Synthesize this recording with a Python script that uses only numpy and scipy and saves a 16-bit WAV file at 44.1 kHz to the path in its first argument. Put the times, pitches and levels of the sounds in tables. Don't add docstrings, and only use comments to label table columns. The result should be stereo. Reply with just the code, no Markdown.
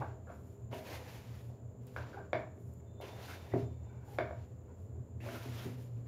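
import sys
import numpy as np
from scipy import signal
from scipy.fft import rfft, irfft, next_fast_len
from scipy.io import wavfile

SR = 44100
rng = np.random.default_rng(int(sys.argv[2]) if len(sys.argv) > 2 else 0)


def unload_audio(sound):
    columns = np.transpose(np.atleast_2d(sound))
    steps = np.round(np.clip(columns, -1, 1) * 32767)
    wavfile.write(sys.argv[1], SR, steps.astype(np.int16))


def makeup_ratio(level_db):
    decades = np.asarray(level_db, float) / 20
    return 10 ** decades


N = 267687
PAD = next_fast_len(N + SR)
HZ = np.maximum(np.arange(PAD // 2 + 1) * SR / PAD, 1)
CONTROL_STEP = 40


def rms_one(x):
    return x / np.sqrt(np.mean(x ** 2) + 1e-20)


def at_hz(points, hz):
    table = np.array(points)
    return np.interp(np.log(hz), np.log(table[:, 0]), table[:, 1])


def upsample(curve):
    return np.interp(np.arange(N) / CONTROL_STEP, np.arange(len(curve)), curve)


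def drift(rate):
    r = np.exp(-80 * np.pi * rate / SR)
    white = rng.standard_normal(N // CONTROL_STEP + 2002)
    slow = signal.lfilter([1], [1, -2 * r, r * r], white)[2000:]
    return upsample(rms_one(slow))


def ring(x, hz, t60):
    r, w = makeup_ratio(-60 / (t60 * SR)), 2 * np.pi * hz / SR
    return signal.lfilter([0, np.sin(w)], [1, -2 * r * np.cos(w), r * r], x + 1e-18)


def peak(hz, width_hz):
    return 1 / np.sqrt(1 + ((HZ - hz) / (width_hz / 2)) ** 2)


# [f/Hz, likeness/1]
LIKENESS = [(30, 0.94), (70, 1), (130, 0.73), (290, 0.72), (640, 0.32), (1400, 0), (4000, 0.011),
            (15000, 0)]


def stereo_noise(gain, grain_db=0.0):
    grains = np.minimum(rng.exponential(1, (2, N)), 4)
    white = rng.standard_normal((2, N)) * makeup_ratio(grain_db * grains)
    mid, side = rfft(white, PAD) * gain
    alike = np.clip(at_hz(LIKENESS, HZ), -1, 1)
    mid, side = np.sqrt(1 + alike) * mid, np.sqrt(1 - alike) * side
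    return rms_one(irfft([mid + side, mid - side], PAD)[:, :N])


# [f/Hz, level/dB, t60/s]
ROOM_MODES = [(200, -8, .5), (250, -2, .5), (330, -5, .4), (401, 0, .4), (503, -2, .35), (579, -2, .3),
              (632, -1, .38), (680, 0, .33), (785, -10, .3), (943, -10, .4), (1152, -11, .3),
              (603, -2, .33), (1462, -8, .25), (1742, -8, .3), (2016, -11, .25), (2280, -12, .4)]


def modal_colour(depth_db):
    lifts = [makeup_ratio(depth_db + db) * peak(hz, 1.1 / t60) for hz, db, t60 in ROOM_MODES[:9]]
    return np.sqrt(1 + sum(lift ** 2 for lift in lifts))


RISE_FROM_DB = -13


def gestures(start, rise, hold, db, release_db_per_s):
    t = np.arange(0, N + CONTROL_STEP, CONTROL_STEP) / SR - np.reshape(start, (-1, 1))
    rise, hold, db = (np.reshape(v, (-1, 1)) for v in (np.maximum(rise, 1e-3), hold, db))
    rise_db = RISE_FROM_DB * np.clip(1 - t / rise, 0, 1)
    release_db = release_db_per_s * np.maximum(t - rise - hold, 0)
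    power = makeup_ratio(2 * (db + rise_db - release_db)) * (t >= 0)
    return upsample(np.sqrt(np.sum(power, axis=0)))


# [start t/s, rise/s, hold/s, flour hiss level/dB, weight
# on the bowl/dB]
RUBS = [(0.0, 0.00081, 0.0034, -79, 22.5), (0.24, 0.11, 0.18, -71.5, -17), (0.244, 0.069, .03, -92.5, 20.5),
        (0.72, 0.02, 0.05, -59.5, 2), (0.823, 0.047, 0.094, -58, 5.5), (1.012, 0.076, 0.1, -61.5, 2),
        (1.224, 0.03, 0.1, -68, 3.5), (1.357, 0.041, 0.063, -70.5, -3.5), (1.805, 0.03, 0.02, -77, -6),
        (1.868, .002, 0.087, -71, -3.5), (1.963, 0.001, 0.012, -69, 14), (2.05, 0.045, 0.069, -77, 12.5),
        (2.333, 0.002, 0.013, -101, 33), (2.544, 0.057, 0.14, -71.5, -28),
        (3.008, 0.0053, 0.082, -66.5, 9.5), (3.081, 0.15, 0.12, -60.5, 3.5), (3.378, 0.072, 0.15, -70, 7),
        (3.5365, 0.002, 0.012, -81, 19), (4.047, 0.066, 0.042, -65, -5), (4.186, 0.002, 0.23, -83, 8.5),
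        (4.76, 0.035, 0.035, -76.5, -13), (5.212, 0.035, 0.096, -62.5, 6), (5.277, 0.053, 0.3, -60, 3),
        (5.625, 0.035, 0.072, -67, 3), (5.762, 0.017, 0.054, -67, -8)]
# [start t/s, rise/s, hold/s, flour hiss level/dB, weight on the bowl/dB]
FINGERING = [
    (0.71, 0.0041, 0.012, -71, 10),
    (1.499, 0.009, 0.016, -105, 6.5),
    (3.78, 0.042, 0.4, -97, 19.7),
    (4.422, 0.02, .06, -86.5, 4.9),
    (4.639, 0.062, 0.018, -99.5, 20.5),
    (5.202, 0.0017, 0.036, -73, 5.8),
    (5.95, 0.014, 0.042, -80, 2.4),
    (6.055, 0.0076, .02, -79, 5.1),
]
# [level re flour/dB, share of weight/1, release/(dB/s)]
FRICTIONS = [
    (-2.5, 0.12, 144),
    (3.5, 0.64, 118),
    (-3, 1.16, 152),
    (-1.5, 1.68, 121),
]
# [f/Hz, level/dB per Hz]
FLOUR = [(2940, -23), (5000, -5), (6850, -0.5), (8110, -6), (9430, -1), (13000, 2), (15600, -3),
         (15900, -36)]
GRIT = [(2000, -1.5), (3000, -2), (4000, -4.5), (6000, -8.5), (7300, -13.5), (8300, -41)]
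DRAG = [(800, 0), (1400, 6), (2000, 6.5), (2800, 2.5), (4000, -50)]
PRESS = [(150, -28), (300, 9.5), (650, 10), (1000, 8.5), (1600, -32)]


def hand():
    start, rise, hold, db, weight_db = np.transpose(RUBS + FINGERING)
    flour, grit, drag, press = (gestures(start, rise, hold, db + offset_db + share * weight_db, release)
                                for offset_db, share, release in FRICTIONS)
    lumps_db, flutter_db = 1.3 * drift(14), 1.8 * drift(30)
    lean = makeup_ratio([[1.8], [-1.8]])
    flour = flour * makeup_ratio(lumps_db) * stereo_noise(makeup_ratio(at_hz(FLOUR, HZ)), grain_db=3.0) * lean
    grit = grit * makeup_ratio(lumps_db + 0.99 * drift(5)) * stereo_noise(makeup_ratio(at_hz(GRIT, HZ)), grain_db=1.5)
    drag = drag * makeup_ratio(lumps_db + flutter_db) * stereo_noise(makeup_ratio(at_hz(DRAG, HZ)), grain_db=0.0)
    press_gain = makeup_ratio(at_hz(PRESS, HZ)) * modal_colour(depth_db=9.0)
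    press = press * makeup_ratio(flutter_db) * stereo_noise(press_gain, grain_db=0.5)
    return flour + grit + drag + press


CRUMBS_PER_S, CRUMBS_DB, CRUMB_CYCLES = 500, -8, 5.3


def crumbs():
    start, rise, hold, db, weight_db = np.transpose(RUBS + FINGERING)
    sizes = makeup_ratio(1.8 * np.minimum(rng.exponential(1, (2, N)), 4)) * rng.choice([-1, 1], (2, N))
    born = rng.random(N) < CRUMBS_PER_S / SR
    dealt = rng.integers(0, 12, N)
    snaps = 0
    for k, hz in enumerate(np.geomspace(1200, 6500, 12)):
        snaps = snaps + ring(sizes * born * (dealt == k), hz, CRUMB_CYCLES / hz)
    gain = gestures(start, rise, hold, db + CRUMBS_DB + 0.76 * weight_db, release_db_per_s=150.0)
    return gain * rms_one(snaps)


# [start t/s, hold/s, level/dB, f/Hz]
CATCHES = [(0.007, 0.023, -39.5, 886), (0.265, 0.034, -57, 650), (3.55, 0.028, -45, 523),
           (3.554, 0.016, -50, 680), (4.213, 0.028, -48, 652), (0.014, 0.018, -44.5, 1120),
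           (0.784, 0.027, -49, 623), (0.718, 0.016, -47.5, 926), (0.72, 0.032, -55.5, 2950),
           (0.918, 0.059, -62, 2100), (3.02, 0.017, -55, 2900), (3.224, 0.032, -62, 4300),
           (3.28, 0.036, -53, 1550), (3.519, 0.02, -55, 1910), (2.129, 0.015, -55, 1500),
           (2.166, 0.013, -48.5, 790), (4.075, 0.1, -60, 820), (5.204, 0.058, -62.5, 2010),
           (5.204, 0.064, -60, 2600), (5.257, 0.025, -69, 1510), (5.345, 0.029, -51.5, 1458),
           (5.269, 0.035, -49.5, 594), (3.885, 0.31, -73, 1500), (4.676, 0.039, -73, 1450),
           (5.3, 0.027, -58, 3100), (5.574, 0.038, -58, 3330), (5.584, 0.03, -61, 1390)]
CATCH_RISE_S, CATCH_RELEASE_DB_PER_S, CATCH_CYCLES = 0.0017, 356, 12


def catches():
    out, white = np.zeros((2, N)), rng.standard_normal((2, N))
    for s, hold, db, hz in CATCHES:
        at = round(s * SR)
        near_by = slice(at, at + SR // 2)
        t60 = CATCH_CYCLES / hz
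        tone = ring(ring(white[:, near_by], hz, t60), hz, t60)
        gain = gestures([s], CATCH_RISE_S, hold, db, CATCH_RELEASE_DB_PER_S)
        out[:, near_by] += gain[near_by] * rms_one(tone)
    return out


# [f/Hz, ring/cycles]
BOWL = [
    (653, 5.2),
    (382, 9.1),
    (850, 2.3),
    (1488, 9),
    (1736, 12.6),
    (2246, 13.4),
]
# [t/s, wall level/dB, thud, rim and edge
# level re wall/dB]
KNOCKS = [(0.727, -34.5, -5, -25, -13.5), (1.962, -43, -25, 10.5, -1.5), (2.33, -21.5, -14, -14, -9),
          (3.001, -39, -24, -32, -41), (3.5362, -27, -1, -20.5, -22.5), (4.185, -22.5, -11, -9, -9.5),
          (4.308, -35, -20, -14, -19), (0.0205, -39, -10, 0.5, -17), (0.0905, -62, -15, 9, -16),
          (0.3, -50, -10, -4, -12), (1.499, -51, -12, -26, -26), (2.575, -55.5, 1, -18, -15),
          (2.8, -61, -20, -18, -11), (3.025, -54.5, 4.5, -18, -6), (4.952, -57, 7, -24, -30),
          (5.2025, -57, 4, -16, 1), (5.287, -54, -34, 11.5, -17)]
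# [t/s, wall level/dB, thud, rim and edge level re wall/dB]
BUMPS = [
    (0.021, -52, -16, -3, -29),
    (0.268, -44.5, -16, -3.5, -25),
    (0.29, -44.5, -19, -1.5, -14),
    (0.309, -52, -26, 6, -12),
    (2.138, -45.5, -2, 0, -12),
    (2.178, -44.5, 2.5, 3.5, -13),
    (3.298, -54, 6, 8, 3),
    (5.259, -36, -6, -29, -9),
    (5.295, -44, -19, -11, -31),
]
UPPER_WALL_DB, UPPER_WALL_SHARE = -1.5, 0.64
LIP_DB = -3.5


def knocks():
    click = (np.arange(2000) == 0) * 1.0
    rings = [ring(ring(click, hz, cycles / hz), hz, cycles / hz) for hz, cycles in BOWL]
    rings = np.diff(rings, prepend=0)
    signs = [[1], [1], [1], [-1], [1], [-1]]
    rings /= np.abs(rings).max(axis=1, keepdims=True) * signs
    crack = ring(ring(click, 3510, 0.012) + 0.38 * ring(click, 4900, 0.002), 4700, 0.0021)
    rings[-1] += makeup_ratio(-8) * crack / np.abs(crack).max()
    cluster_db = -60 * np.arange(1500) / SR / 0.098 - 27.0
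    clusters = rng.standard_normal((len(BUMPS), 1500)) * makeup_ratio(cluster_db)
    contacts = [[1]] * len(KNOCKS) + list(clusters)
    out = np.zeros(N + 4000)
    for (s, db, thud_db, rim_db, edge_db), contact in zip(KNOCKS + BUMPS, contacts):
        upper_db = UPPER_WALL_DB + UPPER_WALL_SHARE * max(rim_db, edge_db)
        levels_db = db + np.array([0, thud_db, upper_db, rim_db, edge_db + LIP_DB, edge_db])
        blow = np.convolve(makeup_ratio(levels_db) @ rings, contact)
        at = round(s * SR)
        out[at:at + len(blow)] += blow
    return out[:N]


CRACK_DB, CRACK_T60_S = -10, 0.011
CRACK_BAND_HZ = [3300, 5600]


def cracks():
    out, t = np.zeros((2, N)), np.arange(900) / SR
    white = rng.standard_normal((len(KNOCKS), 3, len(t)))
    band = signal.butter(2, CRACK_BAND_HZ, "band", fs=SR, output="sos")
    bursts = signal.sosfilt(band, white[:, :1] + 0.6 * white[:, 1:])
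    for (s, db, thud_db, rim_db, edge_db), burst in zip(KNOCKS, bursts):
        at = round((s + NEAR_ECHOES[0][0]) * SR)
        out[:, at:at + len(t)] += makeup_ratio(db + edge_db + CRACK_DB - 60 * t / CRACK_T60_S) * burst
    return out


# [t/s, knock peak level/dB, counter ring level/dB]
THUMPS = [
    (0.725, -41.5, -45),
    (3.536, -29.5, -29),
    (3.547, -32.5, -53),
    (3.627, -45, -31),
    (3.711, -71, -39),
    (5.454, -41.5, -61),
    (5.651, -37, -46),
    (5.664, -39, -37),
    (5.685, -42, -56),
]
# [f/Hz, level/dB, t60/s]
BOARD = [(265.6, 0.5, 0.055), (395.3, 0.5, 0.022), (170, -7, 0.067)]
COUNTER_HZ, COUNTER_T60_S = 119.5, 0.22


def thumps():
    clicks = np.zeros((2, N))
    for s, *levels_db in THUMPS:
        clicks[:, round(s * SR)] = makeup_ratio(np.array(levels_db))
    knock = 0
    for hz, db, t60 in BOARD:
        once = ring(clicks[0], hz, t60) * makeup_ratio(db)
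        soft = ring(once, hz, t60)
        knock = knock + soft * np.abs(once).max() / np.abs(soft).max()
    return knock, ring(clicks[1], COUNTER_HZ, COUNTER_T60_S)


# [t/s, peak level/dB, L-R level/dB]
TICKS = [(1.818, -71, -3), (1.869, -42, 7), (1.9633, -44, 3), (2.737, -50, 11), (3.0116, -47, 16),
         (.7163, -57, -1), (.7313, -51, -1), (2.063, -56, 0), (2.605, -64, 2), (3.026, -51, 9),
         (4.0637, -63, 0), (4.383, -65, 0), (5.0909, -71, -2), (5.1886, -69, -1), (5.2036, -63, -2),
         (5.9289, -64, -1)]


def ticks():
    out, t = np.zeros((2, N)), np.arange(400) / SR
    white = rng.standard_normal((len(TICKS), 2, len(t) + 1))
    bright = signal.lfilter([1, 0, -1], [1, .1], np.diff(white))
    bursts = bright * makeup_ratio(-60 * t / 0.009)
    for (s, db, pan_db), burst in zip(TICKS, bursts):
        at = round(s * SR)
        sides_db = np.array([[pan_db], [-pan_db]]) / 2
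        out[:, at:at + len(t)] += makeup_ratio(db - 17.0 + sides_db) * burst
    return out


# [lag t/s, left level/dB, right level/dB]
NEAR_ECHOES = [
    (.001, 2.5, -4.5),
    (.0028, -13.5, -24),
    (.0046, -22, -7.5),
    (.0065, -23, -6),
    (0.0109, -17, -10.5),
    (0.0251, -6.5, -10.5),
    (.0365, -16, -19),
]
BLOW_TOP_HZ, WALL_DULL_HZ, WALL_ECHO_FROM_S = 5500, 2400, .01


def near(x):
    x = signal.sosfilt(signal.butter(2, BLOW_TOP_HZ, fs=SR, output="sos"), x + 1e-18)
    dull = signal.sosfilt(signal.butter(2, WALL_DULL_HZ, fs=SR, output="sos"), x)
    out = np.zeros((2, N))
    for s, left_db, right_db in NEAR_ECHOES:
        lag = round(s * SR)
        echo = x if s < WALL_ECHO_FROM_S else dull
        out[:, lag:] += makeup_ratio([[left_db], [right_db]]) * echo[:N - lag]
    return out


# [f/Hz, t60/s]
ROOM_T60 = [(100, 0.89), (300, 0.39), (1000, 0.44), (2500, 0.35), (6000, 0.35), (15000, 0.67)]
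# [f/Hz, level/dB]
DIFFUSE = [(200, -1), (400, -4), (700, -5), (1200, -1), (2200, -0.5), (5000, 2)]
MODE_LIFT_DB = [-7, -0.5, 1.5, -1, -1, -1, 0, -1.5, -2, 11, -1, -7.5, 0, 4, -12, 7.5]
FIRST_WALL_S, ROOM_BUILD_S = .004, 0.008


def kitchen(x):
    t, centres = np.arange(SR) / SR, 100 * 2 ** np.arange(0, 7.5, .5)
    white, alike = rng.standard_normal((2, SR)), np.clip(at_hz(LIKENESS, centres), -1, 1)
    opposite = np.array([[1], [-1]])
    tail = np.zeros((2, SR))
    for hz, c in zip(centres, alike):
        edges = [hz / 2 ** .25, hz * 2 ** .25]
        mid, side = signal.sosfilt(signal.butter(2, edges, "band", fs=SR, output="sos"), white)
        pair = np.sqrt(1 + c) * mid + np.sqrt(1 - c) * side * opposite
        tail += pair * makeup_ratio(at_hz(DIFFUSE, hz) - 60 * t / at_hz(ROOM_T60, hz))
    spreads = rng.uniform(-np.pi / 2, np.pi / 2, len(ROOM_MODES))
    for (hz, db, t60), spread, lift_db in zip(ROOM_MODES, spreads, MODE_LIFT_DB):
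        phase = opposite * spread * (1 - at_hz(LIKENESS, hz))
        tail += makeup_ratio(db + lift_db - 26 - 60 * t / t60) * np.sin(2 * np.pi * hz * t + phase)
    tail += makeup_ratio(-8.0 - 60 * t / 0.5) * np.sin(2 * np.pi * LOW_MODES[0][0] * t)
    tail *= np.clip((t - FIRST_WALL_S) / ROOM_BUILD_S, 0, 1)
    return irfft(rfft(tail, PAD) * rfft(x, PAD), PAD)[:, :N]


# [start t/s, length/s, level/dB]
WHINE = [(2.875, .03, -84), (2.91, .09, -80), (3.0, .16, -70), (3.2, .03, -68), (3.27, .06, -71),
         (3.37, .07, -71), (3.45, .1, -77), (3.59, .05, -76), (3.67, .05, -79), (3.76, .1, -89),
         (3.87, .08, -87)]
# [start t/s, length/s, level/dB]
WHINE_LOWER = [
    (3.43, .12, -75),
    (3.62, .18, -83),
    (3.89, .14, -80),
]
WHINE_HZ, WHINE_UPPER_HZ, WHINE_LOWER_HZ = 3590, 3950, 2300
WHINE_RISE_S, WHINE_RELEASE_DB_PER_S = .03, 300


def whine():
    upper, lower = (gestures(start - WHINE_RISE_S, WHINE_RISE_S, length, db, WHINE_RELEASE_DB_PER_S)
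                    for start, length, db in (np.transpose(WHINE), np.transpose(WHINE_LOWER)))
    phase = 2 * np.pi * np.cumsum(WHINE_HZ - 15 + 22 * drift(42)) / SR
    tone = makeup_ratio(3.0 * drift(45)) * np.sin(phase + [[0], [1.5]])
    neighbour = .2 * stereo_noise(peak(WHINE_UPPER_HZ, 60) ** 2)
    rough = stereo_noise(peak(WHINE_LOWER_HZ, 50) ** 2)
    return upper * makeup_ratio(3) * (tone + neighbour) + lower * rough


# [start t/s, hold/s, level/dB, f/Hz]
DRONE = [
    (5.099, 0.18, -60.5, 249),
    (5.303, 0.45, -59, 250.4),
    (5.66, 0.09, -61.5, 249.4),
    (5.905, .15, -63, 269),
    (5.186, 0.25, -61, 334),
    (5.433, 0.31, -66, 430),
]
DRONE_RISE_S, DRONE_RELEASE_DB_PER_S = 0.039, 150


def drone():
    out, t = 0, np.arange(N) / SR
    for s, hold, db, hz in DRONE:
        phase = 2 * np.pi * (hz * t + np.cumsum(3.88 * drift(9.76)) / SR)
        gain = gestures([s], DRONE_RISE_S, hold, db + 3, DRONE_RELEASE_DB_PER_S)
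        out = out + gain * makeup_ratio(3.3 * drift(22)) * np.sin(phase)
    return out


# [f/Hz, width/Hz]
LOW_MODES = [(118.67, 8.786), (84.24, 10.34)]
# [middle t/s, length/s, level/dB]
UPPER_SWELLS = [(-0.006, 0.081, -35.5), (0.122, 0.086, -44), (0.638, 0.069, -43.5), (0.717, 0.071, -41),
                (1.302, 0.066, -45), (1.492, 0.14, -45.5), (1.656, 0.093, -45.5), (1.808, 0.061, -45.5),
                (2.022, 0.2, -45.5), (2.384, 0.019, -48.5), (2.484, 0.065, -46), (2.672, 0.088, -46.5),
                (3.151, 0.038, -46), (3.565, 0.075, -32.5), (3.973, 0.081, -44), (4.163, 0.043, -44),
                (4.24, 0.033, -43), (4.382, 0.055, -43.5), (4.527, 0.05, -47.5), (4.912, 0.07, -46.5),
                (0.792, 0.064, -47), (0.96, 0.076, -50.5), (1.15, .07, -50.5), (3.865, 0.093, -47.5),
                (4.7, 0.085, -70), (5.006, 0.062, -41), (5.163, 0.054, -42), (5.246, 0.097, -42.5),
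                (5.51, 0.19, -42.5), (5.865, 1, -44.5), (5.962, 0.11, -43)]
# [middle t/s, length/s, level/dB]
LOWER_SWELLS = [(0.07, 0.13, -46.5), (0.27, 0.065, -54), (0.511, 0.11, -57), (0.94, 0.21, -50.5),
                (1.36, 0.078, -47.5), (1.67, 0.073, -44.5), (2.0, 0.076, -45), (2.22, 0.19, -52),
                (2.69, 0.1, -47), (3.3, 0.044, -46), (3.43, 0.041, -44), (3.7, 0.15, -44),
                (3.82, 0.079, -42), (4.3, 0.13, -44.5), (4.428, 0.07, -43.5), (4.83, 0.12, -44.5),
                (4.95, 0.12, -42), (5.17, 0.055, -46), (5.55, 0.046, -48), (5.95, 0.048, -60)]
LULL_DB = [-56, -57]


def rumble():
    out, t = 0, np.arange(N) / SR
    for (hz, width_hz), swells, lull_db in zip(LOW_MODES, [UPPER_SWELLS, LOWER_SWELLS], LULL_DB):
        power = makeup_ratio(2 * (lull_db + 2.44 * drift(2.7)))
        for s, length, db in swells:
            power = power + makeup_ratio(2 * db) * np.exp(-(3.16 * (t - s) / length) ** 2)
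        phase = 2 * np.pi * (hz * t + np.cumsum(width_hz / 2 * drift(14.1)) / SR)
        out = out + np.sqrt(2 * power) * makeup_ratio(1.29 * drift(110)) * np.sin(phase + [[0], [.15]])
    return out


INSECTS_HZ, INSECTS_WIDTH_HZ, INSECTS_DB = 7340, 260, -79


def insects():
    chorus = peak(INSECTS_HZ, INSECTS_WIDTH_HZ) ** 2
    singer = 4.7 * peak(7060, 50) ** 2
    return makeup_ratio(INSECTS_DB + 2.0 * drift(22)) * stereo_noise(chorus + singer)


# [f/Hz, level/dB per Hz]
AIR = [(18, -47.5), (30, -8.5), (86, 2.5), (127, -2.5), (344, -18), (435, -14), (795, -27.5), (907, -26.5),
       (1150, -32), (2040, -42.5), (5680, -55.5), (7200, -35), (8200, -57.5), (13500, -51.5), (15800, -52)]
AIR_DB = -51


def room_air():
    gain = makeup_ratio(at_hz(AIR, HZ)) * modal_colour(depth_db=12.0)
    low_cut = 1 - 0.48 * peak(145.5, 36) ** 2
    return makeup_ratio(AIR_DB) * stereo_noise(gain * low_cut)


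BOARD_ROOM_DB, ROOM_DB = -16, -22.5


def scene():
    blows, (board, boom) = knocks(), thumps()
    room = makeup_ratio(ROOM_DB) * kitchen(blows + makeup_ratio(BOARD_ROOM_DB) * board)
    strokes = hand() + crumbs() + catches()
    impacts = near(blows + board) + boom + cracks() + ticks()
    background = whine() + drone() + rumble() + insects() + room_air()
    return strokes + impacts + room + background


def top_cut(x):
    return signal.sosfilt(signal.butter(12, 16400, fs=SR, output="sos"), x)


LOW_CUT_HZ, TOP_HZ, PEAK_CEILING = 87, 16300, .17


def record(dry):
    high = signal.sosfilt(signal.butter(2, LOW_CUT_HZ, "high", fs=SR, output="sos"), dry)
    limited = PEAK_CEILING * np.tanh(high / PEAK_CEILING)
    mix = signal.sosfilt(signal.cheby2(12, 60, TOP_HZ + 300, fs=SR, output="sos"), limited)
    return top_cut(mix)


dry = scene()
out = record(dry)
unload_audio(out)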